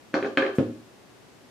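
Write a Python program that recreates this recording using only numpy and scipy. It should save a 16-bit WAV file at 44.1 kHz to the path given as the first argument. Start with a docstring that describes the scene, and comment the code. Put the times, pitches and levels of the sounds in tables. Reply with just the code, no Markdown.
"""A quiet room, close to a wooden table: a small hard block is set down twice.
Each time it knocks, then rocks and chatters to rest with a hollow ring. Every contact pushes the
table top and wakes low resonances of table and room; the block clacks, scuffs and ticks on its corner.
A faint brush and a soft, heavy thud follow. The room answers briefly over a low, steady rush."""
import sys
import numpy as np
from scipy import signal
from scipy.fft import rfft, irfft, next_fast_len
from scipy.io import wavfile

SR = 44100
rng = np.random.default_rng(int(sys.argv[2]) if len(sys.argv) > 2 else 0)


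def file_out(sig):
    """Save sig as 16-bit WAV at sys.argv[1]."""
    # one column per channel
    cols = np.atleast_2d(sig).T
    # limit, then scale
    lim = np.clip(cols, -1, 1)
    pcm = np.round(lim * 32767).astype(np.int16)
    wavfile.write(sys.argv[1], SR, pcm)


N = 66150

# Cue list of the block's contacts; levels are trims on each layer: (time [s], push [dB], clack [dB],
# clack cut-off [Hz], tick pitch [Hz], tick [dB], hollow pitch [Hz], hollow [dB])
CONTACTS = [(0.135, -23, -33.5, 2200, 2700, -41, 400, -40), (0.141, 1, -4, 1700, 1410, -25, 400, -28),
            (0.165, -13.5, -24, 1700, 1490, -37, 390, -7), (0.226, -15, -15, 2720, 2340, -28, 398, -1.5),
            (0.246, -15, -16.5, 2700, 2474, -26.5, 407.6, -1),
            (0.26, -11, -26, 1920, 1560, -24.5, 410.7, -2.5),
            (0.283, -23.5, -36, 1600, 1550, -42, 365.3, -8), (0.3730, -1, -0.5, 3700, 3164, -19, 405, -29),
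            (0.3808, -10, -24, 2500, 1700, -15, 390, -29),
            (0.3998, -22.5, -25.5, 3400, 3200, -28.5, 374, -24),
            (0.4215, -10.5, -7, 1900, 1666, -8, 420.5, -0.5),
            (0.4506, -22, -25, 2700, 2075, -24, 378, -4.5), (0.4641, -13, -15, 3200, 1807, -21, 373, -20),
            (0.484, -39, -45, 1700, 1605, -27.5, 398.4, -2)]
# Body of the knock, the push on the table: (frequency [Hz], level [dB])
PUSH_EQ = [(30, 2.5), (50, -13.5), (75, -6), (130, 6), (200, 13.5), (280, 28.5), (420, 13.5), (560, 16.5),
           (780, 2.5), (1200, 8), (3000, -33.5), (9000, -55)]
# Grit of the landing edge: (frequency [Hz], level [dB])
SCUFF_EQ = [(2000, -20.5), (4000, -6.5), (6500, -14.5), (8500, -28.5), (15000, -55.5)]
# Hard attack of the block: (frequency [Hz], level [dB])
CLACK_EQ = [(200, -45), (600, 9.5), (950, 6.5), (1250, 14), (1650, 22.5), (2000, 14.5), (2400, 17.5),
            (2850, 9), (3200, 10.5), (3700, 2), (4400, 4.5), (5100, -18), (9000, -10), (15000, -45)]
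# Modes of the block: (frequency [Hz], level [dB], T60 [s])
BLOCK_MODES = [(1088, -53, 0.67), (1176, -40, 0.49), (1207, -35, 0.29), (1539, -33.5, 0.35),
               (1650, -43, 0.35), (1712, -42.5, 0.54), (2118, -35, 0.18), (2600, -36, 0.12),
               (3107, -44.5, .28), (3174, -54.5, 0.72)]
# Hollow ring of the rocking block: (multiple of its pitch [ratio], level [dB], T60 [s])
HOLLOW_MODES = [(0.998, -20, 0.15), (1.229, -23.5, 0.066), (1.54, -31.5, 0.048), (1.93, -33, 0.067)]
# Low resonances of table and room that swell in after each knock: (frequency [Hz], level [dB], T60 [s])
LOW_MODES = [(111.2, -45.5, 0.71), (171, -55.5, 0.22), (232.7, -41, 0.83), (274.8, -23, 0.16),
             (303.1, -33, 0.49), (328.3, -30.5, 0.3), (375.3, -38, 0.97), (537, -16.5, 0.2),
             (621.6, -41, 0.37), (683.5, -41.5, 0.64), (771.3, -36, 0.31)]
# Weight of the soft blow: (frequency [Hz], level [dB])
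THUD_EQ = [(30, 16), (45, 6), (65, 11.5), (120, 29.5), (180, 28.5), (260, 35), (340, 28), (430, 25),
           (580, 19), (850, -2), (1400, 3.5), (2700, -3), (4200, -13.5), (8000, -12.5), (15000, -51)]
# Low room resonances that the thud sets booming: (frequency [Hz], level [dB], T60 [s])
BOOM_MODES = [(242.8, -15.5, 0.28), (321, -19, 0.37)]
# Reverb decay: (frequency [Hz], T60 [s])
REVERB_T60 = [(100, 0.27), (300, 0.41), (700, 0.31), (1600, 0.34), (4000, 0.4), (12000, 0.34)]
# Reverb colour: (frequency [Hz], level [dB])
REVERB_EQ = [(60, 1), (150, 1.5), (350, 3.5), (900, 13), (2000, 3), (4000, 10), (8000, 8)]
# Reverb stereo image: (frequency [Hz], left-right likeness [0..1])
REVERB_LIKENESS = [(100, 0.96), (300, 0.83), (600, 0.82), (1100, 0.17), (2200, 0), (5000, 0)]
# Room tone colour: (frequency [Hz], relative level [dB])
ROOM_TONE_EQ = [(25, -20), (50, -7), (90, -11), (112, -0.5), (160, -5), (255, 0.5), (500, -4.5), (760, -8),
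                (1340, -12.5), (1700, -13), (6500, -22), (13000, -31), (15500, -40)]
# Room tone stereo image: (frequency [Hz], left-right likeness [0..1])
ROOM_TONE_LIKENESS = [(60, 0.52), (180, 0.37), (550, 0.44), (1650, 0.16), (4970, 0.099), (15000, 0.11)]

LOW_RISE_S, RING_WET_DB = 0.013, -9  # swell of the low ring; reverb send of the low and hollow rings


def block():
    """Each contact pushes the table and wakes a low ring; the block scuffs, clacks, ticks and rings."""
    out = np.zeros((2, N))
    push = pulse(lambda hz: eq_gain(PUSH_EQ, hz))
    for start_s, push_db, clack_db, cut_hz, tick_hz, tick_db, hollow_hz, hollow_db in CONTACTS:
        body = amp(push_db) * in_room(push, wet_db=-1)
        add(out, start_s, body)
        add(out, start_s, scuff(push_db))
        add(out, start_s, pan(clack(clack_db, cut_hz)))
        add(out, start_s, pan(corner_tick(tick_hz, tick_db)))
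        block_ring = in_room(ring(BLOCK_MODES, rise_s=0.0012), wet_db=-5)
        add(out, start_s, pan(amp(clack_db) * block_ring))
        hollow = hollow_ring(hollow_hz, hollow_db)
        low_ring = amp(push_db) * ring(LOW_MODES, LOW_RISE_S)
        add(out, start_s, in_room(low_ring + hollow, RING_WET_DB))
    return out


def clack(level_db, cut_hz):
    """The hard attack: the shorter the contact, the higher the cut-off and the brighter the hit."""
    return amp(level_db) * in_room(blow(CLACK_EQ, cut_hz), wet_db=-2.5)


def hollow_ring(pitch_hz, level_db):
    """The rocking block rings hollow, retuned at every contact."""
    modes = [(ratio * pitch_hz, db + level_db, t60) for ratio, db, t60 in HOLLOW_MODES]
    return ring(modes, rise_s=0.0021)


def corner_tick(pitch_hz, level_db, t60_s=0.021):
    """The landing corner gives a brief, fairly dry tick at its own pitch."""
    return in_room(ring([(pitch_hz, level_db, t60_s)], rise_s=0.0015), wet_db=-11)


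def scuff(push_db, trim_db=-2.5, t60_s=0.047):
    """The edge scuffs as it lands: a short, gritty run of random micro-contacts."""
    t = np.arange(SR // 10) / SR
    burst = rng.standard_normal(len(t)) * amp(-60 * t / t60_s)
    grain = pulse(lambda hz: eq_gain(SCUFF_EQ, hz))
    grit = signal.fftconvolve(grain, burst / np.linalg.norm(burst))
    return amp(push_db + trim_db) * in_room(grit)


def thud(start_s=0.5845, hit_db=-2, ring_db=16.5, damp_db_per_s=45, damp_db_per_cycle=0.13):
    """A soft, heavy blow rings mostly the lowest resonances and leaves a dull boom in the room."""
    out = np.zeros((2, N))
    hit = blow(THUD_EQ, cut_hz=3600)
    add(out, start_s, -amp(hit_db) * in_room(hit, wet_db=-1))
    # The weight stays on the table and damps the ring.
    damped_modes = [(hz, db, 60 / (60 / t60 + damp_db_per_s + damp_db_per_cycle * hz))
                    for hz, db, t60 in LOW_MODES]
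    soft_push = pulse(lambda hz: lowpass(hz, cut_hz=214))
    low_ring = signal.fftconvolve(ring(damped_modes, LOW_RISE_S), soft_push)
    add(out, start_s, -amp(ring_db) * in_room(low_ring, RING_WET_DB))
    add(out, start_s, ring(BOOM_MODES, rise_s=0.082))
    return out


def brush(peak_s=0.555, level_db=-43, rise_s=0.004, t60_s=0.36, low_hz=4000, high_hz=10000):
    """A faint, airy brushing touch just ahead of the thud."""
    t = np.arange(N) / SR - peak_s
    noise = rng.standard_normal((2, N))
    hiss = filtered(noise, lambda hz: lowpass(hz, high_hz) ** 2 * (1 - lowpass(hz, low_hz)))
    attack = np.exp(np.minimum(t, 0) / rise_s)
    return hiss * attack * amp(level_db - 60 * np.maximum(t, 0) / t60_s)


def in_room(x, wet_db=0, rise_s=0.0038, early_db=-1, early_t60_s=0.068):
    """The direct sound with dense early reflections and a fresh stereo tail."""
    hz, frame_s, bands = signal.stft(rng.standard_normal((2, SR * 2 // 3)), SR, nperseg=256)
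    decay = amp(-60 * frame_s / curve(REVERB_T60, hz)[:, None])
    tail = signal.istft(bands * decay, SR, nperseg=256)[1]
    tail = filtered(stereo(tail, REVERB_LIKENESS), lambda hz: eq_gain(REVERB_EQ, hz))
    t = np.arange(tail.shape[1]) / SR
    swell = 1 - np.exp(-(t / rise_s) ** 2)
    early_lift = 1 + amp(early_db - 60 * t / early_t60_s)
    response = amp(wet_db) * tail * swell * early_lift / np.sqrt(SR / 20)
    response[:, 0] += 1  # direct path
    return signal.fftconvolve(x[None], response, axes=1)


def room_tone(level_db=-52.5):
    """The bed: the room's steady low rush and hiss."""
    noise = stereo(rng.standard_normal((2, N)), ROOM_TONE_LIKENESS)
    air = filtered(noise, lambda hz: eq_gain(ROOM_TONE_EQ, hz))
    return amp(level_db) * pan(air / air.std(), left_db=0.75)


def blow(eq, cut_hz, smear_hz=2190, smear_width_hz=1040):
    """A contact of finite length: little above its cut-off, the mids building over a few cycles."""
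    hit = pulse(lambda hz: eq_gain(eq, hz) * lowpass(hz, cut_hz))
    pole = lambda hz: smear_hz ** 2 - hz ** 2 + 1j * hz * smear_width_hz
    return filtered(hit, lambda hz: (np.conj(pole(hz)) / pole(hz)) ** 2)  # two all-pass stages


def ring(modes, rise_s, scatter_db=1):
    """Damped modes that swell in, balanced a little differently at each blow."""
    t = np.arange(SR * 2 // 3) / SR
    tone = np.zeros(len(t))
    for hz, db, t60 in modes:
        struck_db = db + scatter_db * rng.standard_normal()
        tone += amp(struck_db - 60 * t / t60) * np.sin(2 * np.pi * hz * t)
    return tone * (1 - np.exp(-t / rise_s))


def pulse(gain, size=4096):
    """A minimum-phase click whose spectrum follows gain(hz)."""
    magnitude = np.maximum(gain(np.fft.rfftfreq(size, 1 / SR)), 1e-6)
    cepstrum = irfft(np.log(magnitude))
    cepstrum[1:size // 2] *= 2
    cepstrum[size // 2 + 1:] = 0
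    return irfft(np.exp(rfft(cepstrum)))


def stereo(pair, likeness):
    """Two unrelated noises blended as mid and side to a left-right likeness."""
    angle = lambda hz: np.arccos(np.clip(curve(likeness, hz), -1, 1)) / 2
    mid, side = filtered(pair, lambda hz: np.array([np.cos(angle(hz)), np.sin(angle(hz))]))
    return np.array([mid + side, mid - side])


def pan(x, left_db=0.2):
    """Nudge left: that channel goes up by left_db, the right down by as much."""
    return amp([[left_db], [-left_db]]) * x


def filtered(x, response):
    """Run x through the frequency response(hz)."""
    length = x.shape[-1]
    padded = next_fast_len(length + SR // 4)
    hz = np.fft.rfftfreq(padded, 1 / SR)
    return irfft(rfft(x, padded) * response(hz), padded)[..., :length]


def lowpass(hz, cut_hz):
    """Gain of a 12 dB per octave treble roll-off."""
    return 1 / np.sqrt(1 + (hz / cut_hz) ** 4)


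def eq_gain(eq, hz):
    """Linear gain of an EQ curve."""
    return amp(curve(eq, hz))


def curve(points, hz):
    """Read breakpoints along a log frequency axis."""
    point_hz, values = np.transpose(points)
    return np.interp(np.log(hz + 1), np.log(point_hz + 1), values)


def amp(db):
    """Decibels to gain."""
    return 10 ** (np.asarray(db) / 20)


def add(out, start_s, x):
    """Mix x into out at its cue."""
    i = round(start_s * SR)
    out[:, i:i + x.shape[-1]] += x[..., :N - i]


def scene():
    """The mix: block, thud and brush over the room tone."""
    return room_tone() + block() + thud() + brush()


def record(dry):
    """Master EQ: roll off the deep bass and cut the very top."""
    low_cut_hz, top_hz = 59, 15650
    bass_cut = signal.butter(4, low_cut_hz, "highpass", fs=SR, output="sos")
    return filtered(signal.sosfilt(bass_cut, dry), lambda hz: hz < top_hz)


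dry = scene()
out = record(dry)
file_out(out)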